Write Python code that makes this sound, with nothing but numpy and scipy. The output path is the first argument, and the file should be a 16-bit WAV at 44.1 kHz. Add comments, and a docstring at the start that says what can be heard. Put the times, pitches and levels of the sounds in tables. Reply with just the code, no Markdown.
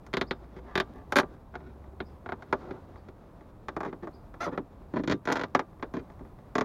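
"""Gloved hands thread ribbed plastic zip ties through a car's wheel-arch liner, outdoors, near a small camera.
From the start, ties catch and slip: each slip knocks the thin panel over rumble, hum, rubbing sleeves and taps.
A sparrow chirps early and three times later; short scrapes begin after half a second; the hum climbs to 3 s.
At 4.4 s a tie squeaks through its hole by fast stick-slip, then more tugs and knocks follow until the end.
Knocks are noise shaped by panel resonances; the hum, chirps and squeak are sines; rumble and cloth are noise."""
import sys
import numpy as np
from scipy import signal
from scipy.fft import rfft, irfft
from scipy.io import wavfile
from scipy.ndimage import uniform_filter1d

SR = 44100
rng = np.random.default_rng(int(sys.argv[2]) if len(sys.argv) > 2 else 0)


def unload_audio(sound):
    """Save the sound as a 16-bit wav file, at the path given as the first command line argument."""
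    columns = np.transpose(np.atleast_2d(sound))
    # keep every value between -1 and 1, then stretch to whole-number steps
    steps = np.round(np.clip(columns, -1, 1) * 32767)
    wavfile.write(sys.argv[1], SR, steps.astype(np.int16))


N = 292824
TIME = np.arange(N) / SR
SIZE = 8192  # samples in the response to one knock
LEAD = 128  # samples kept free ahead of each knock
FREQ = np.fft.rfftfreq(SIZE, 1 / SR)

# The levels of the work on the liner are set ahead of the microphone port;
# the background does not pass through it.
# colour of the distant outdoor noise: [pitch_hz, level_db]
OUTDOOR_COLOUR = [(12, -46), (20, -5), (48, 2), (134, -2.5), (154, -4), (193, -7), (255, -12.5), (328, -11),
                  (459, -45), (513, -16), (1060, -19.5), (2020, -42), (2460, -40.5), (3250, -50.5),
                  (16000, -49)]
# a low distant hum climbs, then settles and fades: [time_s, pitch_hz, level_db]
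HUM_PATH = [(0, 53.5, -53.5), (2.098, 72.25, -54), (3.001, 87.07, -54), (3.4, 85.2, -61), (6.6, 84.1, -68)]
# sparrow chirps: [start_s, length_s, top_pitch_hz, peak_db before the yard echo is mixed in]
CHIRPS = [(0.263, 0.042, 5040, -59), (2.045, 0.051, 5100, -67), (2.954, .05, 4700, -74),
          (4.123, 0.054, 4850, -64.5)]
# colour of cloth on the liner: [pitch_hz, level_db]
CLOTH_COLOUR = [(120, -33), (200, -1), (372, -3.5), (473, -4.5), (1230, -15.5), (2950, -33.5),
                (3630, -31.5), (4120, -34.5), (9000, -48), (11700, -67), (19800, -120)]
# an arm reaches in or draws back, and the rub swells or eases: [fullest_s, change_db]
REACHES = [(0.66, 5), (2.62, 9), (3.96, -0.5), (5.2, -2.5), (6.23, 0)]
# each new hold changes the drum mode, the two pitches of the free part of the panel, and how bare
# the tie is: [start_s, drum_mode_db, low_ring_hz, high_ring_hz, highest_treble_db]
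HOLDS = [(0, 4, 490, 2110, 1.5), (.62, 9, 1120, 1696, 3), (1.0, 2.5, 566, 1550, 5),
         (1.4, 2.5, 713, 1465, -2), (2.48, 4.5, 484, 1363, 0), (3.4, -16.5, 323, 1190, 0),
         (4.2, -17, 575, 1350, 1.5), (4.8, -6.5, 625, 993.4, -8.5), (5.19, -27, 286, 1500, -3),
         (5.5, -0.5, 853, 1163, -4.5), (5.7, -16, 251, 1063, -8), (6.4, -1.5, 247, 1142, -6.5)]
# strong panel resonances, drum mode first: [pitch_hz, width_hz, level_db over the dense modes]
PANEL_MODES = [(385.3, 29.8, 8.5), (177, 24, 2.5), (263.4, 30, -3), (496, 28, -10), (731, 13, -8.5),
               (886, 38, 1.5), (1175, 9.4, 0.5), (1420, 31, 0), (1590, 16, -6), (1750, 96, -2.5),
               (1960, 70, 3.5), (2416, 50, 5), (3300, 83, 1), (3650, 22, 2)]
# colour of a knock on the panel: [pitch_hz, level_db]
PANEL_COLOUR = [(40, -25.5), (80, -6), (170, 1), (260, 8), (390, 7.5), (560, 3), (900, 2), (1600, 1.5),
                (2200, -5), (2700, -12), (3700, -11), (5000, -19), (7000, -25.5), (16000, -53.5)]
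# time in which the many dense modes fade by 60 dB: [pitch_hz, fade_s]
RING_TIMES = [(150, 0.19), (400, 0.11), (1000, 0.07), (2000, 0.05), (5000, 0.039), (12000, 0.011)]
# a tie or a sleeve scrapes along the liner: [start_s, length_s, level_db, thump_db, brightness_db_per_octave]
SCRAPES = [(0.555, 0.041, -49.5, 5, -1), (0.648, 0.11, -51.5, -7, -6.5), (0.932, 0.11, -51, 4, -6.5),
           (1.553, 0.18, -54, 8.5, -2.5), (2.561, 0.26, -49.5, 1, -14), (3.828, 0.077, -40, 13.5, -2.5),
           (4.013, 0.0398, -41, 11.5, -3.5), (4.397, 0.039, -36.5, -2, -2), (4.459, 0.043, -44, 8, -1),
           (4.51, 0.046, -36.5, 7.5, -6.5), (4.933, 0.079, -36.5, 18, 1.5), (5.271, 0.15, -38, 2, -2.5),
           (5.93, 0.081, -41, 11.5, -1.5)]
# a tie squeaks through its hole: [time_s, slip_rate_hz, pull_db before the tone and knock trims]
SQUEAK_PATH = [(4.404, 630, -48), (4.409, 665, -33), (4.418, 685, -33), (4.428, 700, -37),
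               (4.443, 712, -35), (4.454, 650, -37), (4.465, 520, -38), (4.476, 400, -50)]
# the tie's own tone: one entry per harmonic of the slip rate [level_db]
SQUEAK_HARMONICS = [-3.5, -3, -15, -21, -36, -20, -25, -23, -19.5]
# a tie catches and lets go once:
# [start_s, level_db over 20 ms, thump_db, brightness_db_per_octave, snap_db]
CLICKS = [(0.0655, -53.5, -18, -2.5, 12), (0.1313, -41, -10, -2, 2), (0.3099, -28, 5.5, 4, -10),
          (0.565, -42.5, 15.5, -3, 1), (1.123, -27, -8, -4, 7), (1.1793, -31, -11, 2, 1),
          (1.2314, -33.5, 3.5, -8.5, -17), (1.54, -46, -6, -10, -1), (1.554, -36.5, -1.5, -4.5, -1),
          (2.0033, -32.5, 5, 1, -14), (2.4232, -45.5, -12, -4.5, 3), (2.527, -22, -5, -7, 0.5),
          (2.7091, -35, 10, -2.5, -3.5), (3.086, -46.5, 8.5, -1, 1), (3.6844, -34, -6.5, -4, 3),
          (3.9279, -38.5, 3, -7, -3), (4.3407, -46, -0.5, -7, 3), (4.5764, -28, 3.5, -6, -3),
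          (4.968, -29, 2, -7, -7), (5.037, -31.5, 14, 0.5, 2), (5.2544, -40.5, 0, -0.5, 11.5),
          (5.3238, -28.5, 1.5, 2, 11.5), (5.826, -31.5, 0, -4, -3), (6.208, -43.5, 14, -11, 10)]
# a tug draws several teeth over an edge: [start_s, teeth_count, first_gap_s, gap_ratio (each over the last),
# level_db over 20 ms, step_db per tooth, thump_db, brightness_db_per_octave, snap_db]
TUGS = [(0.138, 3, 0.032, 1.33, -27, 0.5, 4, 3.5, -7), (0.7549, 3, 0.022, 1.09, -25, 0, 2, 3, -5),
        (1.1581, 3, 0.0073, 0.51, -22, 0, -2.5, 0.5, 3), (1.186, 2, .013, 1, -19, -7.5, -4.5, -0.5, 2.5),
        (2.2605, 3, 0.03, 1.02, -39, 3.5, -4, -6.5, -6),
        (3.7653, 5, 0.04, 0.66, -30.5, -2, -2.5, -8.5, 7.5), (4.033, 2, 0.039, 1, -42, 5, 1.5, -12, 11),
        (4.4651, 2, 0.012, 1, -31, -0.5, 0, -18, -3), (4.938, 3, 0.022, 1.62, -28.5, -1, 12, -7.5, 0),
        (5.076, 4, .022, 0.66, -25.5, 0.5, 11, 2.5, 2), (5.274, 4, .013, 1.1, -27.5, 0.05, -3, -4.5, 0),
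        (5.3568, 2, .0116, 1, -31.5, 0, -4, -1.5, 3), (5.395, 3, .018, 1.27, -33, 1.2, -0.5, -1, -0.5),
        (5.5495, 2, .0437, 1, -18.5, -8.5, -4, -5, 4.5), (5.939, 2, 0.029, 1, -30.5, -0.5, 10.5, -5.5, 7),
        (6.5543, 3, 0.028, 0.98, -24, -0.5, 0.5, -3.5, 6.5)]
# treble dips and peaks of the microphone port: [pitch_hz, level_db]
PORT_COLOUR = [(5000, -0.5), (7300, -1.5), (7750, -14.5), (8050, -24), (8400, -5.5), (8800, -2),
               (10200, -4), (11800, 4), (13400, 4.5), (14500, -3)]


def undb(db):
    """Turn decibels into a gain."""
    return 10 ** (np.asarray(db) / 20)


def unit(x):
    """Scale a sound to an rms level of 1."""
    return x / np.sqrt(np.mean(x ** 2) + 1e-20)


def along(hz, points):
    """Read a curve of (Hz, value) points, with straight lines on a log-frequency axis."""
    point_hz, value = np.transpose(points)
    return np.interp(np.log(np.maximum(hz, 1)), np.log(point_hz), value)


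def colour(x, points):
    """Filter a sound by a (Hz, dB) curve."""
    gain = undb(along(np.fft.rfftfreq(len(x), 1 / SR), points))
    return irfft(rfft(x) * gain, len(x))


def walk(rate):
    """Smooth random wandering with a spread near 1 and `rate` new values a second."""
    k = int(SR / rate)
    steps = np.repeat(rng.standard_normal(N // k + 1), k)
    return 0.87 * uniform_filter1d(steps, k)[:N]


def add(out, s, x):
    """Mix x into out at time s."""
    i = int(round(s * SR))
    out[i:i + len(x)] += x[:max(N - i, 0)]


def outdoors(level_db=-51.5, swell_db=1):
    """Low distant rumble with a thin hiss on top: coloured noise whose level wanders slowly."""
    return unit(colour(rng.standard_normal(N), OUTDOOR_COLOUR)) * undb(level_db + swell_db * walk(3.09))


def hum(waver=0.041, flutter_db=2):
    """A faint low sine that wavers, climbs in pitch, then settles and fades."""
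    s, hz, db = np.transpose(HUM_PATH)
    pitch = np.interp(TIME, s, hz) * (1 + waver * walk(12))
    level = undb(np.interp(TIME, s, db) + flutter_db * walk(4.3))
    return np.sqrt(2) * np.sin(2 * np.pi * np.cumsum(pitch) / SR) * level


def sparrow(sag=0.148, warble=0.067, yard_t60=0.34, yard=0.57):
    """Short chirps that arch in pitch, some way off, blurred by the walls of the yard."""
    out = np.zeros(N)
    for s, length, hz, db in CHIRPS:
        u = np.linspace(-1, 1, int(length * SR))  # from start to end of the chirp
        pitch = hz * (1 - sag * u ** 2 + warble * walk(900)[:len(u)])
        tone = np.sin(2 * np.pi * np.cumsum(pitch) / SR)
        add(out, s, undb(db) * np.cos(u * np.pi / 2) * tone)
    walls = rng.standard_normal(SIZE) * undb(-60 * np.arange(SIZE) / SR / yard_t60)
    echo = signal.fftconvolve(out, walls / np.linalg.norm(walls))[:N]
    return (out + yard * echo) / np.hypot(1, yard)


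def hold_at(s):
    """Find the index of the hold that the hands have at time s."""
    return max(np.searchsorted(np.array(HOLDS)[:, 0], s) - 1, 0)


def resonances(s, quality=13, low_db=6, high_db=7.5, scatter_db=2):
    """Strong modes of the panel as the hands hold it at time s, each a peak in the spectrum."""
    _, drum_db, low_hz, high_hz, _ = HOLDS[hold_at(s)]
    free_part = [(low_hz, low_hz / quality, low_db), (high_hz, high_hz / quality, high_db)]
    modes = list(PANEL_MODES) + free_part
    weight_db = scatter_db * rng.standard_normal(len(modes))
    weight_db[0] += drum_db
    total = 0
    for extra_db, (hz, width, db) in zip(weight_db, modes):
        total = total + undb(db + extra_db) / (1 + 2j * (FREQ - hz) / width)
    return total


def dense_modes(direct=0.26, crisp_hz=7000, echo=0.33, echo_s=.0045, arch_db=-28, arch_t60=0.12):
    """Spectrum of one knock: a wavefront, its echo off the wheel arch, many short modes and a faint ring."""
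    t = np.arange(SIZE) / SR
    noise, tail = rfft(rng.standard_normal(SIZE)), 0
    centres = np.array(RING_TIMES)[:, 0]
    # overlapping bands of noise, each with its own fade
    for share, (_, t60) in zip(np.eye(len(centres)), RING_TIMES):
        fade = undb(-60 * t / t60) + undb(arch_db - 60 * t / arch_t60)
        fade = fade * (1 - np.exp(-t / 0.0013))  # the modes take a moment to build up
        band = irfft(noise * along(FREQ, np.c_[centres, share]))
        tail = tail + band * fade / np.linalg.norm(fade)
    # the highest treble dies in the plastic and comes mostly straight from the tie
    front = direct * (1 + np.minimum(FREQ / crisp_hz, 1.4) ** 2)
    bounce = echo * np.exp(-2j * np.pi * FREQ * echo_s * rng.uniform(.8, 1.2))
    return front + bounce + rfft(tail)


def panel(s, dense, thump_db, bright_db, snap_db, travel_s=0.00292):
    """Response of the liner to one slip at time s, with energy 1."""
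    body = dense + resonances(s)
    # the modes share out the energy that the slip puts into each octave
    total, k = np.cumsum(abs(body) ** 2), np.arange(len(FREQ))
    low = (k / np.sqrt(2)).astype(int)
    high = np.minimum((k * np.sqrt(2)).astype(int) + 2, k[-1])
    body = body / np.sqrt((total[high] - total[low]) / (high - low))
    db = along(FREQ, PANEL_COLOUR)
    # a flexing panel thumps, a tooth of the tie snaps, a hard edge is bright
    db = db + along(FREQ, [(150, 1.19 * thump_db), (350, thump_db), (800, 0.021)])
    db = db + along(FREQ, [(4000, 0.023), (6000, snap_db)])
    db = db + bright_db * np.log2(np.clip(FREQ, 1000, 4000) / 1000)
    # a glove over the tie shades the highest treble, a bare tie lets it out
    db = db + along(FREQ, [(7000, 0), (8500, HOLDS[hold_at(s)][-1])])
    # bending waves: the lows travel slower and arrive later
    delay = travel_s * np.maximum(np.sqrt(1000 / np.maximum(FREQ, 250)) - .5, 0)
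    phase = 2 * np.pi * np.cumsum(delay) * SR / SIZE
    response = np.roll(irfft(body * undb(db) * np.exp(-1j * phase)), LEAD)
    return response / np.linalg.norm(response)


def rub_db(rest_db=-57, rise_s=0.16, fall_s=0.26):
    """How hard the sleeves rub: a resting level, with a quick change and slower return at each reach."""
    level = np.full(N, float(rest_db))
    for s, db in REACHES:
        level += db * np.exp(np.minimum((TIME - s) / rise_s, (s - TIME) / fall_s))
    return level


def sleeves(flicker_db=2, nudge_rate=12, nudge_db=-7, spread_db=3.0, soft_hz=520):
    """Cloth brushes unevenly along the liner, and gloved fingers keep nudging it softly."""
    cloth = unit(colour(rng.standard_normal(N), CLOTH_COLOUR)) * undb(flicker_db * walk(35))
    nudges = (rng.random(N) < nudge_rate / SR) * undb(spread_db * rng.standard_normal(N))
    # a padded touch lasts too long to excite the treble
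    nudges = signal.sosfilt(signal.butter(2, soft_hz, fs=SR, output="sos"), nudges)
    body = signal.fftconvolve(nudges, panel(0, dense_modes(), 0, 0, 0))[:N]
    return (cloth + undb(nudge_db) * unit(body)) * undb(rub_db())


def ticks(rate=2, level_db=-55, spread_db=2, thump_db=-2, bright_db=-7, snap_db=5.0):
    """Loose ends of the ties tap the liner faintly, at random moments about `rate` times a second."""
    taps = (rng.random(N) < rate / SR) * undb(level_db + spread_db * rng.standard_normal(N))
    knock = panel(0, dense_modes(), thump_db, bright_db, snap_db)
    return signal.fftconvolve(taps, knock)[:N] * np.sqrt(.02 * SR)  # level over 20 ms


def scrapes(rate=600, spread_db=4, snap_db=-0.5):
    """A tie or a sleeve scrapes along the liner: dense tiny slips of uneven size shake the panel."""
    out = np.zeros(N)
    for s, length, db, thump_db, bright_db in SCRAPES:
        n = int(length * SR)
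        sizes = rng.choice([-1, 1], n) * undb(spread_db * rng.standard_normal(n))
        tiny_slips = (rng.random(n) < rate / SR) * sizes
        tiny_slips = unit(tiny_slips * signal.windows.tukey(n, .5))
        response = panel(s, dense_modes(), thump_db, bright_db, snap_db)
        add(out, s - LEAD / SR, undb(db) * signal.fftconvolve(tiny_slips, response))
    return out


def squeak(jitter=0.036, rough=1.0, slips_db=-4, tone_db=1.0, waver=0.0067,
           thump_db=-4, bright_db=-2, snap_db=8):
    """Fast, nearly regular stick-slip: the tie sings, rising then falling, and its slips shake the panel."""
    s, hz, db = np.transpose(SQUEAK_PATH)
    rate = np.interp(TIME, s, hz) * (1 + waver * walk(400))
    pull = np.interp(TIME, s, undb(db), left=0, right=0)
    cycles = np.cumsum(rate) / SR
    tone = np.zeros(N)
    for k, level_db in enumerate(SQUEAK_HARMONICS, 1):
        tone += undb(level_db) * np.sin(2 * np.pi * (k * cycles + rng.random()))
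    # one slip per cycle, uneven in timing and size
    fast_slips = np.diff(np.floor(cycles + jitter * walk(700)), prepend=0)
    fast_slips = fast_slips * (1 + rough * rng.standard_normal(N))
    response = panel(s[0], dense_modes(), thump_db, bright_db, snap_db)
    shaken = signal.fftconvolve(unit(fast_slips) * pull, response)[LEAD:LEAD + N]
    return undb(tone_db) * pull * tone + undb(slips_db) * shaken


def slips():
    """List the lone slips and the teeth of each tug, whose gaps and levels change steadily."""
    rows = list(CLICKS)
    for s, teeth, gap, gap_ratio, db, step_db, *tone in TUGS:
        for k in range(int(round(teeth))):
            rows.append((s, db + k * step_db, *tone))
            s = s + gap * gap_ratio ** k
    return rows


def clicks(shift=0.64, uneven_db=1):
    """Slips of a tie knock the panel; within one hold they strike nearly the same place and ring alike."""
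    out, places = np.zeros(N), [dense_modes() for _ in HOLDS]
    for s, db, thump_db, bright_db, snap_db in slips():
        # shift blends the shared place with a fresh one
        dense = np.cos(shift) * places[hold_at(s)] + np.sin(shift) * dense_modes()
        flex_db, tooth_db = uneven_db * rng.standard_normal(2)
        knock = panel(s, dense, thump_db + flex_db, bright_db, snap_db + tooth_db)
        add(out, s - LEAD / SR, knock * undb(db) * np.sqrt(.02 * SR))  # level over 20 ms
    return out


def scene():
    """The work on the liner, heard through the microphone port, over the outdoor background."""
    background = outdoors() + hum() + sparrow()
    work = sleeves() + ticks() + scrapes() + squeak() + clicks()
    return (background + colour(work, PORT_COLOUR))[None]


def record(dry, top_hz=15900):
    """The camera cuts the highest treble with a steep low-pass filter."""
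    return signal.sosfilt(signal.ellip(10, .1, 70, top_hz, fs=SR, output="sos"), dry)


dry = scene()
out = record(dry)
unload_audio(out)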